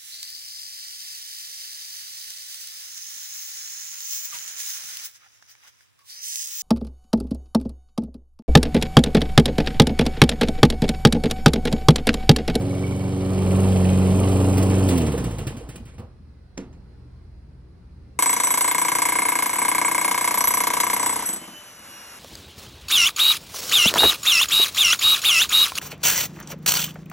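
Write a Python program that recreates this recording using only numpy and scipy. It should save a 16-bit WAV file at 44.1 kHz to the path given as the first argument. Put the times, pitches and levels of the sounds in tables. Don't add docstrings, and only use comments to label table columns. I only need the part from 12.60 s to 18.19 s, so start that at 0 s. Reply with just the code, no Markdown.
import sys
import numpy as np
from scipy import signal
from scipy.fft import rfft, irfft, next_fast_len
from scipy.io import wavfile
from scipy.ndimage import uniform_filter1d

SR = 44100
rng = np.random.default_rng(int(sys.argv[2]) if len(sys.argv) > 2 else 0)


def output_pcm(signal):
    pcm = np.clip(np.atleast_2d(signal).T, -1, 1) * 32767
    wavfile.write(sys.argv[1], SR, np.round(pcm).astype(np.int16))


def level_to_linear(level):
    exponent = np.asarray(level, float) / 20
    return 10 ** exponent


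N = 246513
T = np.arange(N) / SR
SIZE = next_fast_len(N + SR // 10)
HZ = np.fft.rfftfreq(SIZE, 1 / SR)
CUT_AT, STOP_AT = 2.28, 3.38


def evened(x):
    return x / np.sqrt(np.mean(x ** 2) + 1e-20)


def read(points, hz):
    f, value = np.transpose(points)
    return np.interp(np.log(hz + 1), np.log(f + 1), value)


def colour(x, points):
    return irfft(rfft(x, SIZE) * level_to_linear(read(points, HZ)), SIZE)[:N]


def hiss(points, lo_hz, hi_hz):
    z = rfft(rng.standard_normal(SIZE)) * level_to_linear(read(points, HZ))
    band = z[(HZ > lo_hz) & (HZ < hi_hz)]
    inside = np.sqrt(2 * np.sum(abs(band) ** 2)) / SIZE
    return irfft(z / inside, SIZE)[:N]


def drift(top_hz):
    rate = 200
    coarse = rng.standard_normal(int(N / SR * rate) + 2)
    low_pass = signal.butter(2, np.clip(top_hz, .1, 90), fs=rate)
    smooth = evened(signal.filtfilt(*low_pass, coarse))
    return np.interp(T, np.arange(len(coarse)) / rate, 2.2 * np.tanh(smooth / 2))


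def narrow(x, hz, width_hz):
    peak = signal.iirpeak(hz, hz / width_hz, SR)
    return evened(signal.lfilter(*peak, signal.lfilter(*peak, x)))


def ramp(at, length):
    return np.sin(np.pi / 2 * np.clip((T - at) / length + .5, 0, 1)) ** 2


def bump(cycles, place, length):
    since = (cycles - place) % 1
    return (1 - np.exp(-since / 0.0085)) * np.exp(-since / length)


# pitch_hz, level_db (per Hz)
STREET_SPECTRUM = [(20, -27), (39, -4), (62, -14), (160, -8), (250, -15.5), (400, -20.5), (630, -29.5),
                   (1000, -31.5), (2000, -38), (3200, -46.5), (5000, -43.5), (7000, -56.5), (10000, -52),
                   (14500, -70.5), (16000, -55)]
# pitch_hz, likeness (0-1)
STREET_LIKENESS = [(60, 0.92), (150, 0.92), (380, 0.6), (950, 0.016), (2380, 0.39), (5980, 0.048),
                   (15000, 0.42)]
# pitch_hz, left_minus_right_db
STREET_LEAN = [(60, -6), (130, 2.5), (290, 2), (640, 0), (1410, 1.5), (3100, -5.5), (6820, -7), (15000, 5)]


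def traffic_wash():
    frames, hz = N // 512 + 5, np.fft.rfftfreq(2048, 1 / SR)
    a, b, c, d, patches = rng.standard_normal((frames, 1025, 5)).T
    patches = uniform_filter1d(patches, size=3, axis=0)
    patches = evened(uniform_filter1d(patches, size=16, axis=1))
    same = np.clip(read(STREET_LIKENESS, hz), -1, 1)[:, None]
    left = a + 1j * b
    right = same * left + np.sqrt(1 - same ** 2) * (c + 1j * d)
    lean_db = read(STREET_LEAN, hz)[:, None] / 2
    level_db = read(STREET_SPECTRUM, hz)[:, None] + 2.0 * patches
    z = np.array([left, right]) * level_to_linear(level_db + np.array([lean_db, -lean_db]))
    return evened(signal.istft(z, nperseg=2048, noverlap=1536)[1][:, :N])


# pitch_hz, level_db
IDLE_TONES = [(56, 3.5), (77, 3), (120, -1.5), (150, -16)]


def far_idle():
    idle = np.zeros(N)
    for hz, db in IDLE_TONES:
        idle += level_to_linear(db + 2.5 * drift(5)) * np.sin(2 * np.pi * hz * T + 1.2 * drift(4))
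    return idle


def street():
    lull_at, swell_s = 5.06, 1.22
    swell_db = -1.5 * np.cos(2 * np.pi * (T - lull_at) / swell_s)
    return level_to_linear(-50.5 + 0.59 * swell_db) * traffic_wash() + level_to_linear(-50 + swell_db) * far_idle()


def insect():
    swell_db = 3.5 * np.exp(-((T - 4.3) / .5) ** 2)
    level = level_to_linear(-75.5 + swell_db + 1.5 * drift(8))
    trill = level * np.sin(2 * np.pi * 4160 * T + 0.76 * drift(25))
    return trill * np.array([[-.3], [1]])


# start_s, level_db
LATCH_CLICKS = [
    (3.9746, -34),
    (3.9773, -20.5),
]
# pitch_hz, level_db, t60_s
DOOR_MODES = [(196, -29.5, 0.22), (260, -34, 0.44), (281, -25, .15), (361, -36.5, 0.3), (453, -35.5, 0.21),
              (515, -29, 0.096)]
# pitch_hz, t60_s
BODY_DECAY = [(200, 0.82), (1000, 0.33), (3000, 0.26), (6000, 0.15), (11000, 0.2)]
# pitch_hz, level_db
CLICK_SPECTRUM = [(150, 10.5), (500, -1), (1200, -1), (2300, -5.5), (3500, -8.5), (5000, -13), (6500, -2),
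                  (8000, -18), (11000, -20), (15000, -31)]


def latch():
    out = np.zeros(N)
    (tick_at, _), (catch_at, catch_db) = LATCH_CLICKS
    hz, after, z = signal.stft(rng.standard_normal(SR // 2), SR, nperseg=128)
    wash_db = read(CLICK_SPECTRUM, hz)[:, None] - 60 * after / read(BODY_DECAY, hz)[:, None]
    wash = signal.istft(z * level_to_linear(wash_db), SR, nperseg=128)[1]
    wash = wash / abs(wash).max()
    out[round(catch_at * SR):][:len(wash)] += level_to_linear(catch_db - 9 + 1.4 * drift(45)[:len(wash)]) * wash
    rebound_at, rebound_db = catch_at + .15, -19
    out[round(rebound_at * SR):][:len(wash)] += level_to_linear(catch_db - 8 + rebound_db) * wash

    rattle = hiss(CLICK_SPECTRUM, 1000, 11000)
    for s, db in LATCH_CLICKS:
        since = np.maximum(T - s, 0)
        out += level_to_linear(db - 7.5) * (1 - np.exp(-since / 0.00015)) * np.exp(-since / 0.0025) * rattle

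    since = np.maximum(T - tick_at - .005, 0)
    for hz, db, t60 in DOOR_MODES:
        out += level_to_linear(db - 60 * since / t60) * (1 - np.exp(-since / 0.0048)) * np.sin(2 * np.pi * hz * since)
    return out


# start_s, rate_hz
BLADE_SPEED = [(0, 92.6), (.4, 94.45), (.85, 93.33), (1.05, 94.7), (1.4, 92.5), (1.7, 94.77), (1.95, 93.54),
               (2.15, 94.4)]


def spin():
    cut_hz, coast_s, friction_hz = 94.3, 1.6, 70
    coast_hz = (cut_hz + friction_hz) * np.exp((CUT_AT - T) / coast_s) - friction_hz
    at, hz = np.transpose(BLADE_SPEED + [(CUT_AT, cut_hz)])
    blade_hz = np.where(T < CUT_AT, np.interp(T, at, hz), np.maximum(coast_hz, 1))
    cycles = np.cumsum(blade_hz / 4) / SR
    return cycles - np.interp(CUT_AT, T, cycles), np.log2(cut_hz / blade_hz) * (T > CUT_AT)


def placed(hidden_db, nose_db, alongside_db, hidden_sign=1):
    out, along = ramp(0.81, 0.45), ramp(1.563, 0.13)
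    in_view = (1 - along) * level_to_linear(nose_db) + along * level_to_linear(alongside_db)
    return (1 - out) * hidden_sign * level_to_linear(hidden_db) + out * in_view


def strokes(place):
    cycles, lost = spin()
    s = np.interp(np.arange(2, 14) + place, cycles, T)
    s = s[s < STOP_AT]
    uneven_db = 2.9 * rng.standard_normal(12)[:len(s)]
    return list(zip(s, -9 * np.interp(s, T, lost) + uneven_db))


# start_s, level_db (hiss peak), fizz_db and rumble_db (relative to it), length_s
STRAY_CLACKS = [
    (1.9764, -27, -15, 4, 0.02),
    (2.0238, -32.5, 3, 7.5, 0.015),
    (2.1016, -31, -17, -12, 0.094),
    (2.2858, -26.5, -5.5, 7, 0.054),
    (2.3756, -22.5, -21, 0, 0.0066),
    (3.1557, -32, -5, -7.5, 0.0089),
    (3.2759, -53, -14, -9, 0.044),
    (3.3802, -39.5, -20, -10.5, 0.0098),
    (3.3944, -55, -8, 4, 0.02),
]
# pitch_hz, level_db
PUFF_SPECTRUM = [(500, -26), (1000, -2.5), (1800, 0.5), (2800, 0), (5000, -13.5), (6500, -4), (8000, -40)]
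# pitch_hz, level_db
RUMBLE_SPECTRUM = [(100, -17), (250, 20), (450, 9.5), (900, -13), (1500, -17), (3000, -10.5)]


def air_bursts(exhales, valves):
    air, rumble = hiss(PUFF_SPECTRUM, 1140, 6900), hiss(RUMBLE_SPECTRUM, 200, 910)
    fizz = colour(hiss(FIZZ_SPECTRUM, 9700, 11500), [(11000, 0), (13500, -13)])
    bursts = list(STRAY_CLACKS)
    bursts += [(s, -25.5 + db, -9, -.8, 0.021 * level_to_linear(-.25 * db)) for s, db in exhales]
    bursts += [(s, -48.5 + 0.36 * db, -3, -4, .018) for s, db in valves]
    out, since = np.zeros(N), T[:SR // 4]
    swell = since / 0.0021 * np.exp(1 - since / 0.005)
    for s, db, fizz_db, rumble_db, length in bursts:
        span = slice(round(s * SR), round(s * SR) + len(since))
        shape = (1 - np.exp(-since / max(0.15 * length, .0035))) * np.exp(-since / max(length, .004))
        blown = shape * (air[span] + level_to_linear(fizz_db - 2.0) * fizz[span])
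        out[span] += level_to_linear(db - 7.5) * (blown + level_to_linear(rumble_db) * swell * rumble[span])
    return out


# start_s, level_db (peak), pitch_hz
LURCHES = [
    (2.941, -34, 226.7),
    (3.04, -34, 61),
    (3.16, -39, 182),
    (3.201, -37, 227),
    (3.219, -34.5, 82.8),
    (3.44, -38, 88.4),
    (4.45, -52, 290),
]
# pitch_hz, level_db
PISTON_REST = [(96, -31.5), (202, -37.5), (900, -60)]


def box_thumps(exhales, valves):
    thumps = list(LURCHES)
    thumps += [(s, -27 + db, 465.4) for s, db in valves]
    thumps += [(s, -21.5 + db, 127) for s, db in exhales]
    thumps += [(STOP_AT + 0.0099, db, hz) for hz, db in PISTON_REST]
    out, since = np.zeros(N), T[:SR // 4]
    swell = since / 0.005 * np.exp(1 - since / 0.0069)
    for s, db, hz in thumps:
        out[round(s * SR):][:len(since)] += level_to_linear(db) * swell * np.sin(2 * np.pi * hz * since)
    return out


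def stop_shudder():
    after = np.maximum(T - STOP_AT, 0)
    return level_to_linear(-38) * (1 - np.exp(-after / 0.0085)) * np.exp(-after / 0.044) * hiss(ROAR_SPECTRUM, 340, 1500)


def puffs():
    exhales, valves = strokes(.914), strokes(.275)
    return air_bursts(exhales, valves) + box_thumps(exhales, valves) + stop_shudder()


# order (of the engine cycle), hidden_db, nose_db, alongside_db, cut_step_db
STRONG_TONES = [(3.994, -29, -19.5, -19.5, -2.5), (4.977, -31.5, -38, -30, -9), (5.99, -36, -32, -41.5, 11),
                (7.99, -30, -20, -24, 2), (11.98, -31.5, -34, -26.5, 4.5), (16.01, -37.5, -33, -35, 2.5),
                (20.19, -45, -39, -43, -3), (24.11, -41, -41, -42, -2)]
INVERTED_ORDERS = (5, 12)


def engine_drone(cycles, lost):
    drone = np.zeros(N)
    for order, *db, cut_db in STRONG_TONES:
        sign = 1 - 2 * (round(order) in INVERTED_ORDERS)
        level_db = ramp(CUT_AT + 0.039, 0.055) * cut_db - 15 * lost
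        level_db += 0.014 * min(order, 15) ** 2 * drift(4.5) - 2.9 * lost * abs(drift(16))
        level = placed(*db, sign) * level_to_linear(level_db)
        drone -= np.sqrt(2) * level * np.cos(2 * np.pi * round(order) * cycles + 0.6 * drift(3.2))
    return drone


# order (of the engine cycle), level_db
WEAK_TONES = [(1, -38.5), (2, -20), (3, -22.5), (7, -34.5), (9, -18.5), (10, -29), (11, -21), (13, -33.5),
              (14, -52), (15, -51), (17, -23.5), (18, -15), (19, -22.5), (21, -21), (22, -34), (23, -22.5),
              (25, -28), (27, -24.5), (28, -33), (31, -47), (32, -22)]


def weak_overtones(cycles, gain, firing):
    tones, on = np.zeros(N), slice(0, 3 * SR)
    for order, db in WEAK_TONES:
        loose = .3 if round(order) % 4 == 0 else 1.1
        wander = 2 * np.pi * rng.random() + 0.6 * loose * drift(2.4)[on]
        level = (0.8 + 0.25 * firing[on]) * gain[on] * level_to_linear(db + 10.5 + 1.43 * loose * drift(3.6)[on])
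        tones[on] += level * np.cos(2 * np.pi * round(order) * cycles[on] + wander)
    return tones


# pitch_hz, level_db
ROAR_SPECTRUM = [(30, -17), (60, -11), (120, 0.5), (250, 2), (450, -2), (800, -8), (1200, -13.5),
                 (1600, -25.5), (3000, -31.5), (6000, -60)]


def deck_roar(cycles):
    swish = level_to_linear(2.6 * np.cos(2 * np.pi * (4 * cycles - .4)) + 1.64 * drift(45))
    return level_to_linear(-1.5) * evened(swish) * hiss(ROAR_SPECTRUM, 312, 1500)


# pitch_hz, level_db
CHUFF_SPECTRUM = [(900, -46), (1300, -2), (2000, -1), (2600, -3), (3100, 2.5), (3600, -4), (4200, -2.5),
                  (5200, -4.5), (6500, -4), (8000, -24)]


def exhaust_chuff(cycles, firing, stroke_db):
    blow = 1 + firing * 1.06 * level_to_linear(stroke_db) * bump(cycles, 0, 0.19)
    return level_to_linear(-6.5 + 0.96 * drift(39)) * blow * hiss(CHUFF_SPECTRUM, 1850, 4700)


# pitch_hz, level_db
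FIZZ_SPECTRUM = [(4500, -39), (6000, -0.5), (7500, 0), (9000, 2), (10500, -1.5), (12000, 0), (14000, -5),
                 (15500, -9), (17000, -24)]
# place (in cycle), level_db, length (in cycles)
VALVE_TICKS = [
    (.02, 13, 0.035),
    (.3, 11.5, 0.074),
    (.62, 8.5, 0.037),
]


def shroud_fizz(cycles, firing):
    ticks_db = firing * sum(1.1 * db * bump(cycles, place, length) for place, db, length in VALVE_TICKS)
    return level_to_linear(-2.5 + ticks_db + 0.93 * drift(40)) * hiss(FIZZ_SPECTRUM, 6950, 11100)


# pitch_hz, width_hz, place (in cycle), steady (share)
METAL_RINGS = [(2268, 110, 0.256, 0.084), (2620, 950, 0.121, 0.15), (4127, 75, 0.014, 0.05)]
# start_s, half_length_s, level_db
RING_FLARES = [
    (0.26, 0.042, 13.5),
    (1.636, 0.094, 5.5),
    (1.81, 0.091, 6),
]
# hidden_db, nose_db, alongside_db
RING_LEVELS = [(-51.5, -59, -65), (-60, -45, -46), (-90, -59.5, -63)]


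def metal_rings(cycles, stroke_db):
    rings = np.zeros(N)
    for (hz, width, place, steady), (s, half, flare_db), db in zip(METAL_RINGS, RING_FLARES, RING_LEVELS):
        knock_db = 0.78 * stroke_db + flare_db * np.exp(-((T - s) / half) ** 2)
        knock = (steady + bump(cycles, place, 0.089) * level_to_linear(knock_db)) * rng.standard_normal(N)
        rings += placed(*db) * narrow(knock, hz, width)
    return rings


# hidden_db, nose_db, alongside_db, fall_db (per octave of speed lost)
AIR_LEVELS = [(-36, -29, -28.5, 11.5), (-46.5, -42, -42, 10), (-52, -44.5, -43, 15.5)]


def mower():
    cycles, lost = spin()
    squeeze = np.cos(2 * np.pi * (cycles - .4))
    cycles = cycles - np.interp(1.503, T, cycles)
    roar_gain, chuff_gain, fizz_gain = [placed(*db) * level_to_linear(-fall_db * lost) for *db, fall_db in AIR_LEVELS]
    turning = np.clip((2.99 - T) / 0.085, 0, 1)
    firing = np.clip((CUT_AT + 0.21 - T) / 0.059, 0, 1)
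    alive = np.clip((STOP_AT + 0.24 - T) / 0.093, 0, 1)
    stroke_db = 2.4 * rng.standard_normal(200)[np.floor(cycles).astype(int) + 60]

    tones = engine_drone(cycles, lost) + weak_overtones(cycles, roar_gain, firing)
    air = roar_gain * deck_roar(cycles)
    air += chuff_gain * exhaust_chuff(cycles, firing, stroke_db)
    air += fizz_gain * shroud_fizz(cycles, firing)
    rings = firing * metal_rings(cycles, stroke_db)
    labour = level_to_linear((1 - firing) * (2.3 * squeeze + 1.3 * drift(30) + 0.1))
    return turning * labour * tones + alive * (air + rings)


# pitch_hz, left_lead_radians
PORT_PHASE = [(0, 0), (100, -.11), (200, -.24), (500, -.42), (1000, -.65), (2150, -1.1), (3270, -1.7),
              (4390, -.1), (5080, .6), (5800, 2.8), (7100, 3.3), (7670, 6), (10300, 6.9), (11700, 9.3),
              (13700, 9.5), (14500, 12.4)]
# pitch_hz, left_minus_right_db
PORT_LEAN = [(100, 0), (250, -1.7), (700, -3), (1300, -4), (2400, -4.4), (4400, -4.8), (6000, 0),
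             (15000, 0)]
# pitch_hz, level_db
ECHO_SPECTRUM = [(60, -30), (250, -22), (700, -11), (2000, -6), (4500, -5), (6000, -12), (8000, -10),
                 (15000, -10)]


def ports(x, echo_db):
    half = level_to_linear(read(PORT_LEAN, HZ) / 2) * np.exp(.5j * np.interp(HZ, *np.transpose(PORT_PHASE)))
    direct = irfft(rfft(x, SIZE) * np.array([half, 1 / half]), SIZE)[:, :N]
    after = T[:12000]
    echo = rng.standard_normal((2, 12000)) * level_to_linear(-60 * after / .25) * (after > .004)
    echo = echo / np.linalg.norm(echo[0])
    scattered = signal.oaconvolve(colour(x, ECHO_SPECTRUM)[None], echo, axes=1)
    return direct + level_to_linear(echo_db) * scattered[:, :N]


def scene():
    door = ports(latch(), echo_db=-9)
    return street() + insect() + door + ports(mower() + puffs(), echo_db=2)


def top_cut(x):
    return signal.sosfilt(signal.butter(12, 16240, fs=SR, output="sos"), x)


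# low_hz, high_hz
SUM_HOLE = (11750, 13700)
# low_hz, high_hz
DIFFERENCE_HOLES = [(8000, 9750), (14800, 16300)]
# low_hz, high_hz
FLICKER_BANDS = [(5850, 6200), (6200, 6550), (6550, 7050), (11350, 11750), (13700, 14100)]


def record(dry):
    total, difference = rfft(dry[0] + dry[1], SIZE) / 2, rfft(dry[0] - dry[1], SIZE) / 2
    total = total * np.clip(np.maximum(SUM_HOLE[0] - HZ, HZ - SUM_HOLE[1]) / 150, .003, 1)
    total = total * (HZ < 15900)
    for lo_hz, hi_hz in DIFFERENCE_HOLES:
        difference = difference * np.clip(np.maximum(lo_hz - HZ, HZ - hi_hz) / 150, .03, 1)
    kept = irfft(np.array([total + difference, total - difference]), SIZE)[:, :N]
    for lo_hz, hi_hz in FLICKER_BANDS:
        dropped = np.clip(3 * drift(12) + .2, 0, 1) * (T < STOP_AT + .15)
        kept = kept - dropped * irfft(total * ((HZ > lo_hz) & (HZ < hi_hz)), SIZE)[:N]
    return top_cut(kept)


dry = scene()
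out = record(dry)
output_pcm(out)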